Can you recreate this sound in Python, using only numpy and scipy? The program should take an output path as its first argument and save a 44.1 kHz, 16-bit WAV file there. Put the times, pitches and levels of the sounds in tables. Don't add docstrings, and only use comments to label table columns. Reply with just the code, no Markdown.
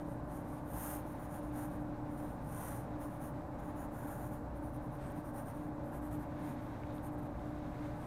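import sys
import numpy as np
from scipy import signal
from scipy.fft import rfft, irfft
from scipy.io import wavfile
from scipy.ndimage import uniform_filter1d

SR = 44100
rng = np.random.default_rng(int(sys.argv[2]) if len(sys.argv) > 2 else 0)


def gain_from_db(level_db):
    decades = np.asarray(level_db, float) / 20
    return 10 ** decades


def pcm_store(signal):
    levels = np.round(np.clip(np.atleast_2d(signal), -1, 1) * 32767)
    wavfile.write(sys.argv[1], SR, levels.astype(np.int16).T)


N = 355840
T = np.arange(N) / SR

# start, fastest moment and end in seconds, hiss in dB, squareness of the speed arch.
DRAWN_LINES = [(-0.005, 0.004, 0.036, -70.9, 2.5), (0.033, 0.109, 0.185, -70.4, 1.6),
               (0.27, 0.367, 0.425, -64.5, 2.3), (0.428, 0.525, 0.626, -68.1, 2.3),
               (0.694, 0.899, 1.008, -49.8, 2.7), (1.036, 1.1, 1.185, -67.5, 2.6),
               (1.172, 1.237, 1.285, -65.5, 3.0), (1.286, 1.349, 1.415, -61.5, 2.4),
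               (1.415, 1.444, 1.509, -69.9, 5.6), (1.527, 1.608, 1.691, -58.8, 3.0),
               (1.697, 1.725, 1.783, -69, 5.3), (2.077, 2.144, 2.205, -69.5, 2.1),
               (2.168, 2.185, 2.389, -67.9, 3.5), (2.432, 2.7, 2.84, -59.5, 4),
               (2.52, 2.65, 2.78, -55.3, 1.9), (2.989, 3.026, 3.092, -61.6, 2.2),
               (3.086, 3.139, 3.189, -69.4, 4.6), (3.196, 3.249, 3.312, -60.4, 2.9),
               (3.914, 4.0, 4.059, -64.6, 6), (4.003, 4.108, 4.25, -59.6, 1.4),
               (4.182, 4.246, 4.303, -63.6, 3.9), (4.289, 4.337, 4.389, -63.3, 1.3),
               (6.363, 6.486, 6.563, -65.9, 1.8), (7.94, 8.047, 8.128, -71.7, 1.8)]
# start and end in seconds, hiss in dB.
SHADING_DABS = [(1.79, 1.838, -75), (3.59, 3.613, -69), (3.61, 3.727, -70), (3.753, 3.873, -64.5),
                (4.548, 4.595, -72), (4.612, 4.71, -69), (4.72, 4.783, -68.5), (4.806, 4.883, -73),
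                (4.902, 4.987, -71.5), (4.993, 5.118, -69.5), (5.095, 5.13, -67.5), (5.137, 5.222, -68.5),
                (5.23, 5.317, -66.5), (5.331, 5.443, -62), (5.446, 5.527, -63.5), (5.527, 5.595, -70),
                (5.571, 5.704, -74), (5.825, 5.925, -72.9), (5.916, 5.996, -64.5), (6.012, 6.094, -66.5),
                (6.102, 6.176, -63.9), (6.182, 6.262, -70), (6.598, 6.7, -75), (6.68, 6.76, -83),
                (6.92, 7.002, -71), (7.022, 7.095, -63.2), (7.112, 7.161, -73.1), (7.178, 7.206, -69.6),
                (7.218, 7.244, -72), (7.245, 7.277, -73)]
# start in seconds, slant (0 upright, 1 leaning, 2 slanted),
# stretch of the rings as a ratio, brightness in dB per octave, squeak in dB.
GRIPS_ON_SHEET = [(0, .1, .96, -3, -13), (.25, .15, .99, -3, -14), (.65, 0, 1.0, 4, -19),
                  (1.04, .7, 1.02, -.3, -13), (1.28, .3, 1.025, -4, -17), (1.51, .1, 1.001, 3, -14),
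                  (1.9, .9, .99, -.3, -12), (2.4, .05, .99, -1.2, -21), (2.9, .55, 1.02, 1.5, -19),
                  (3.4, .5, 1.035, 1.5, -6), (3.9, .1, 1.02, 2.5, -11), (4.45, 1.05, 1.01, -.3, -19),
                  (4.98, .9, .9, -7, -15), (5.1, 1.05, .995, .3, -16), (5.58, 1.7, 1.02, -7, -13),
                  (5.75, 2, .95, 4, -12.5), (6.3, 1.9, 1.03, -6.5, -17), (6.6, 1.9, 1.001, 3, -16),
                  (6.85, 1.95, .995, .3, -14), (7.9, .3, .94, -7, -15)]
# centre in Hz, width in Hz, level in dB.
UPRIGHT_RINGS = [(6400, 3300, -13.5), (9400, 2200, -1), (11000, 1500, -11), (12800, 3400, -4),
                 (14300, 2300, -13), (15600, 2000, -23)]
LEANING_RINGS = [(5900, 2400, -14), (9350, 2100, -1.5), (11400, 2300, -8), (12800, 2000, -14),
                 (14200, 2400, -5.5), (15700, 1800, -17)]
SLANTED_RINGS = [(6500, 2400, -14), (8900, 1900, -3.5), (11300, 2100, -1.5), (12600, 1500, -16),
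                 (13900, 2100, -1.5), (15600, 1300, -22)]
# frequency in Hz, level in dB.
PAGE_COLOUR = [(500, 7), (800, 24.5), (1600, 15), (2300, 8.5), (3700, 2), (5000, -10.5), (7000, -25)]
# frequency in Hz, level in dB.
PAD_COLOUR = [(600, -5), (800, 6.5), (1100, -8), (1550, -3.5), (2100, -26)]
# time in seconds, level against the hiss in dB.
PAD_DRUMMING = [(0, -4), (.9, -8.5), (1.35, 5.5), (1.6, 3.5), (2.7, -7.5), (3.1, -1), (3.8, 10), (4.1, 6),
                (4.4, -4), (5.4, 2), (6.0, 6.5), (7.1, -12)]
# frequency in Hz, level in dB.
RUSTLE_COLOUR = [(4000, 4), (5000, 3), (6400, 0.5), (7800, 4.5), (9600, 3), (12000, 2), (14200, 2),
                 (15000, -3), (15700, -6)]
# frequency in Hz, level in dB.
RUB_COLOUR = [(1200, 12.5), (2200, 6.5), (3000, -2), (3800, -0.5), (4600, -9.5), (7000, -10.5)]
# middle in seconds, length in seconds, added rustle and rub in dB.
HAND_SLIDES = [(1.4, 1.7, 0.5, 2.5), (2.4, 0.64, 2, 1.5), (3.05, 1.2, 2.5, 0.5), (3.7, 1.2, 1, 2),
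               (4.35, .4, 3, -3.5), (5.106, 0.37, 2, 4.5), (6.2, .4, 2, 1), (6.447, 0.33, .1, 9),
               (6.64, 0.46, 2.5, 5.5), (6.87, 0.54, 2.5, 4.5), (7.437, .22, 3.5, 4.5), (7.6, 0.35, 2, 6),
               (7.833, 0.42, 6.5, 8.5), (8.08, 0.37, 4, 8)]
# frequency in Hz, density in dB per Hz.
AIR_COLOUR = [(18, -18), (53, -2.5), (86, -6), (124, 1.5), (204, -8.5), (265, -4), (329, -9.5), (408, -16),
              (460, -14.5), (835, -12.5), (1250, -23.5), (1700, -28), (2100, -37.5), (3200, -52)]
# centre in Hz, width in Hz, level in
# dB.
DUCT_AND_ROOM_RINGS = [(153.7, 20.6, -65), (235.3, 12, -59), (298.7, 10.9, -56), (565.3, 12.2, -59.5),
                       (465, 29, -68), (658, 30, -75.5), (732.4, 35, -65), (821, 80, -65.5), (875, 92, -64.5),
                       (1024.4, 70, -66), (1121.5, 36, -68.5), (1508, 166, -71.5)]
# centre in Hz, width in Hz, level in dB.
ELECTRONIC_WHINES = [(10900, 30, -94), (12200, 60, -97), (14200, 200, -90), (4000, 120, -94)]
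# frequency in Hz, rms level in dB, wavering in dB.
MOTOR_TONES = [(29.78, -67, .3), (30.11, -66, .3), (90.1, -68, 2), (119.95, -62, 2), (180.3, -61, 1),
               (328.6, -67, 2), (537.5, -64, 1.5), (597.2, -57, 1), (1194.6, -71, 1)]
# time in seconds, low tone in dB, blade tone in dB.
ROOM_SWELL = [(0, -52, -47), (.4, -54, -47.5), (.8, -48.5, -51.5), (1.15, -56, -53.5), (1.65, -50, -44.5),
              (1.95, -54, -49.5), (2.45, -56, -55.5), (3.1, -55, -49), (3.6, -55, -50.5),
              (4.05, -58, -44.5), (4.45, -49, -50.5), (5.1, -58, -50), (5.6, -59, -51), (6.1, -51, -46.5),
              (6.45, -63, -47), (7.1, -58, -47), (7.45, -47.5, -51.5), (8.07, -50.5, -47.5)]
# start in seconds, peak in dB, pitch in Hz.
KNOCKS = [(1.934, -56, 2000), (3.589, -58, 6000), (5.101, -53, 2800), (6.8352, -42, 2300),
          (6.8355, -58, 5000), (6.871, -53, 3700), (6.907, -51, 3900), (6.9825, -48, 3600),
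          (7.394, -53, 3200), (7.457, -56, 6700), (7.5875, -53, 8300), (7.844, -58, 8000),
          (7.986, -55, 12800), (7.986, -58, 9000)]

DAB_FASTEST, DAB_SQUARE = 0.49, 3.3
PAGE_REL_DB, PAGE_FOLLOWS = -11.8, 0.65
SQUEAK_HZ, SQUEAK_WIDTH_HZ = 7060, 600
RIPPLE_DB, RIPPLE_BINS = 1.4, 5
REST_RUSTLE_DB, REST_RUB_DB = -81.5, -78
AIR_LEVEL_DB = -45
LOW_HZ, BLADE_HZ = 59.72, 298.6
SWELL_TRIM_DB, FLICKER_DB = -2.4, 2.6


def evened(x):
    return x / np.sqrt(np.mean(x ** 2) + 1e-20)


def shaped(x, points):
    f, level_db = np.transpose(points)
    hz = np.fft.rfftfreq(N, 1 / SR)
    gain_db = np.interp(np.log(hz + 1), np.log(f + 1), level_db, -60, -60)
    return irfft(rfft(x) * gain_from_db(gain_db), N)


def band_rms(x, lo_hz, hi_hz):
    return np.sqrt(np.mean(shaped(x, [(lo_hz, 0), (hi_hz, 0)]) ** 2))


def wander(rate):
    knots = rng.standard_normal(int(N / SR * 400) + 2)
    smooth = evened(uniform_filter1d(knots, max(1, round(400 / rate))))
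    return np.interp(T * 400, np.arange(len(knots)), smooth)


def stroke_speed():
    hiss, page = np.zeros((2, N))
    dabs = [(a, a + DAB_FASTEST * (b - a), b, db, DAB_SQUARE) for a, b, db in SHADING_DABS]
    for start, top, end, db, square in DRAWN_LINES + dabs:
        span = slice(max(round((2 * start - top) * SR), 0), round((2 * end - top) * SR))
        t = T[span]
        from_top = np.where(t < top, (top - t) / (top - start), (t - top) / (end - top))
        drop_db = 15 * abs(from_top) ** square
        page_db = db + PAGE_REL_DB - (1 - PAGE_FOLLOWS) * (db + 65)
        hiss[span] += gain_from_db(db - drop_db) ** 2
        page[span] += gain_from_db(page_db - 0.7 * drop_db) ** 2
    return np.sqrt(hiss), np.sqrt(page)


def tip_rings(grit):
    out = np.zeros(N)
    postures = np.array([UPRIGHT_RINGS, LEANING_RINGS, SLANTED_RINGS])
    next_grips = GRIPS_ON_SHEET[1:] + [(N / SR,)]
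    for (s, slant, stretch, bright_db, squeak_db), (until, *_) in zip(GRIPS_ON_SHEET, next_grips):
        span = slice(round(s * SR), round(until * SR))
        hz = np.fft.rfftfreq(len(grit[span]), 1 / SR)
        share = np.maximum(1 - abs(np.clip(slant, 0, 2) - np.arange(len(postures))), 0)
        squeak = (SQUEAK_HZ / stretch, SQUEAK_WIDTH_HZ, squeak_db)
        rings = [*np.tensordot(share, postures, 1), squeak]
        gain = sum(gain_from_db(db) / (1 + (2 * (hz - f * stretch) / width) ** 2) ** 2 for f, width, db in rings)
        gain *= gain_from_db(bright_db * np.log2(np.maximum(hz / 9500, 1)))
        ripple = evened(uniform_filter1d(rng.standard_normal(512), size=RIPPLE_BINS))
        gain *= gain_from_db(RIPPLE_DB * np.interp(hz, np.linspace(0, SR / 2, len(ripple)), ripple))
        gain *= hz ** 4 / (hz ** 4 + 3500.0 ** 4)
        treble = (hz > 7500) & (hz < 15500)
        loudness = np.sqrt(np.mean(gain ** 2 * treble))
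        out[span] = irfft(rfft(grit[span]) * gain, len(grit[span])) / loudness
    return out


def pencil():
    catch_size = gain_from_db(1.35 * np.minimum(rng.exponential(1, N), 3))
    caught = rng.random(N) < 16000 / SR
    grit = catch_size * rng.standard_normal(N) * caught
    grit = evened(grit * gain_from_db(1.0 * wander(300) + 0.5 * wander(40)))
    hiss_gain, page_gain = stroke_speed()
    hiss = gain_from_db(0.07) * hiss_gain * tip_rings(grit)
    page = shaped(grit, PAGE_COLOUR)
    rumble = gain_from_db(2.0) * page_gain * page / band_rms(page, 1840, 4500)
    drum_gain = gain_from_db(np.interp(T, *np.transpose(PAD_DRUMMING))) * hiss_gain
    drum = drum_gain * evened(shaped(grit, PAD_COLOUR))
    return hiss + rumble + drum


def room(x):
    t = np.arange(6000) / SR
    tail = rng.standard_normal(6000) * gain_from_db(-60 * t / 0.14) * (t > 0.002)
    return signal.fftconvolve(x, tail / np.linalg.norm(tail))[:N]


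def hand():
    rustle_db, rub_db = np.zeros((2, N))
    for middle, length, added_rustle_db, added_rub_db in HAND_SLIDES:
        slide = np.cos(np.pi * np.clip((T - middle) / length, -0.5, 0.5)) ** 2
        rustle_db += added_rustle_db * slide
        rub_db += added_rub_db * slide
    rustle = shaped(rng.standard_normal(N), RUSTLE_COLOUR)
    rub = shaped(rng.standard_normal(N), RUB_COLOUR)
    rustle *= gain_from_db(REST_RUSTLE_DB + rustle_db + 0.78 * wander(30)) / band_rms(rustle, 8200, 15500)
    rub *= gain_from_db(REST_RUB_DB + rub_db + 1.67 * wander(20)) / band_rms(rub, 2284, 4750)
    return rustle + rub


def resonate(x, hz, width):
    turn = np.exp(2j * np.pi * np.cumsum(hz * np.ones(len(x))) / SR)
    r = np.exp(-np.pi * width / SR)
    return 2 * (turn * signal.lfilter([1 - r], [1, -r], x / turn)).real


def tone(hz, level_db, phase=0.0):
    return np.sqrt(2) * gain_from_db(level_db) * np.sin(2 * np.pi * (hz * T + phase))


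def ventilation():
    out = gain_from_db(AIR_LEVEL_DB + 0.5 * wander(3)) * evened(shaped(rng.standard_normal(N), AIR_COLOUR))
    for hz, width, db in DUCT_AND_ROOM_RINGS + ELECTRONIC_WHINES:
        once = resonate(rng.standard_normal(N), hz, width)
        out += gain_from_db(db) * evened(resonate(once, hz, width))
    for hz, db, waver_db in MOTOR_TONES:
        out += tone(hz, db + waver_db * wander(4), rng.random())
    s, low_db, blade_db = np.transpose(ROOM_SWELL)
    for hz, db in ((LOW_HZ, low_db), (BLADE_HZ, blade_db)):
        out += tone(hz, np.interp(T, s, db) + SWELL_TRIM_DB + FLICKER_DB * wander(14))
    return out


def knocks():
    out = np.zeros(N + 600)
    t = np.arange(600) / SR
    for s, db, hz in KNOCKS:
        turns = hz * t
        envelope = gain_from_db(db - 4 * turns) * np.minimum(turns, 1)
        out[round(s * SR):][:600] += envelope * np.sin(2 * np.pi * turns)
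    return out[:N]


def scene():
    near = pencil() + knocks()
    wet = gain_from_db(-17) * room(near)
    return (near + wet + hand() + ventilation())[None]


def roll_off(x):
    return signal.sosfilt(signal.butter(12, 15670, fs=SR, output="sos"), x)


def record(dry):
    mix = dry - 0.0007
    return roll_off(mix)


dry = scene()
out = record(dry)
pcm_store(out)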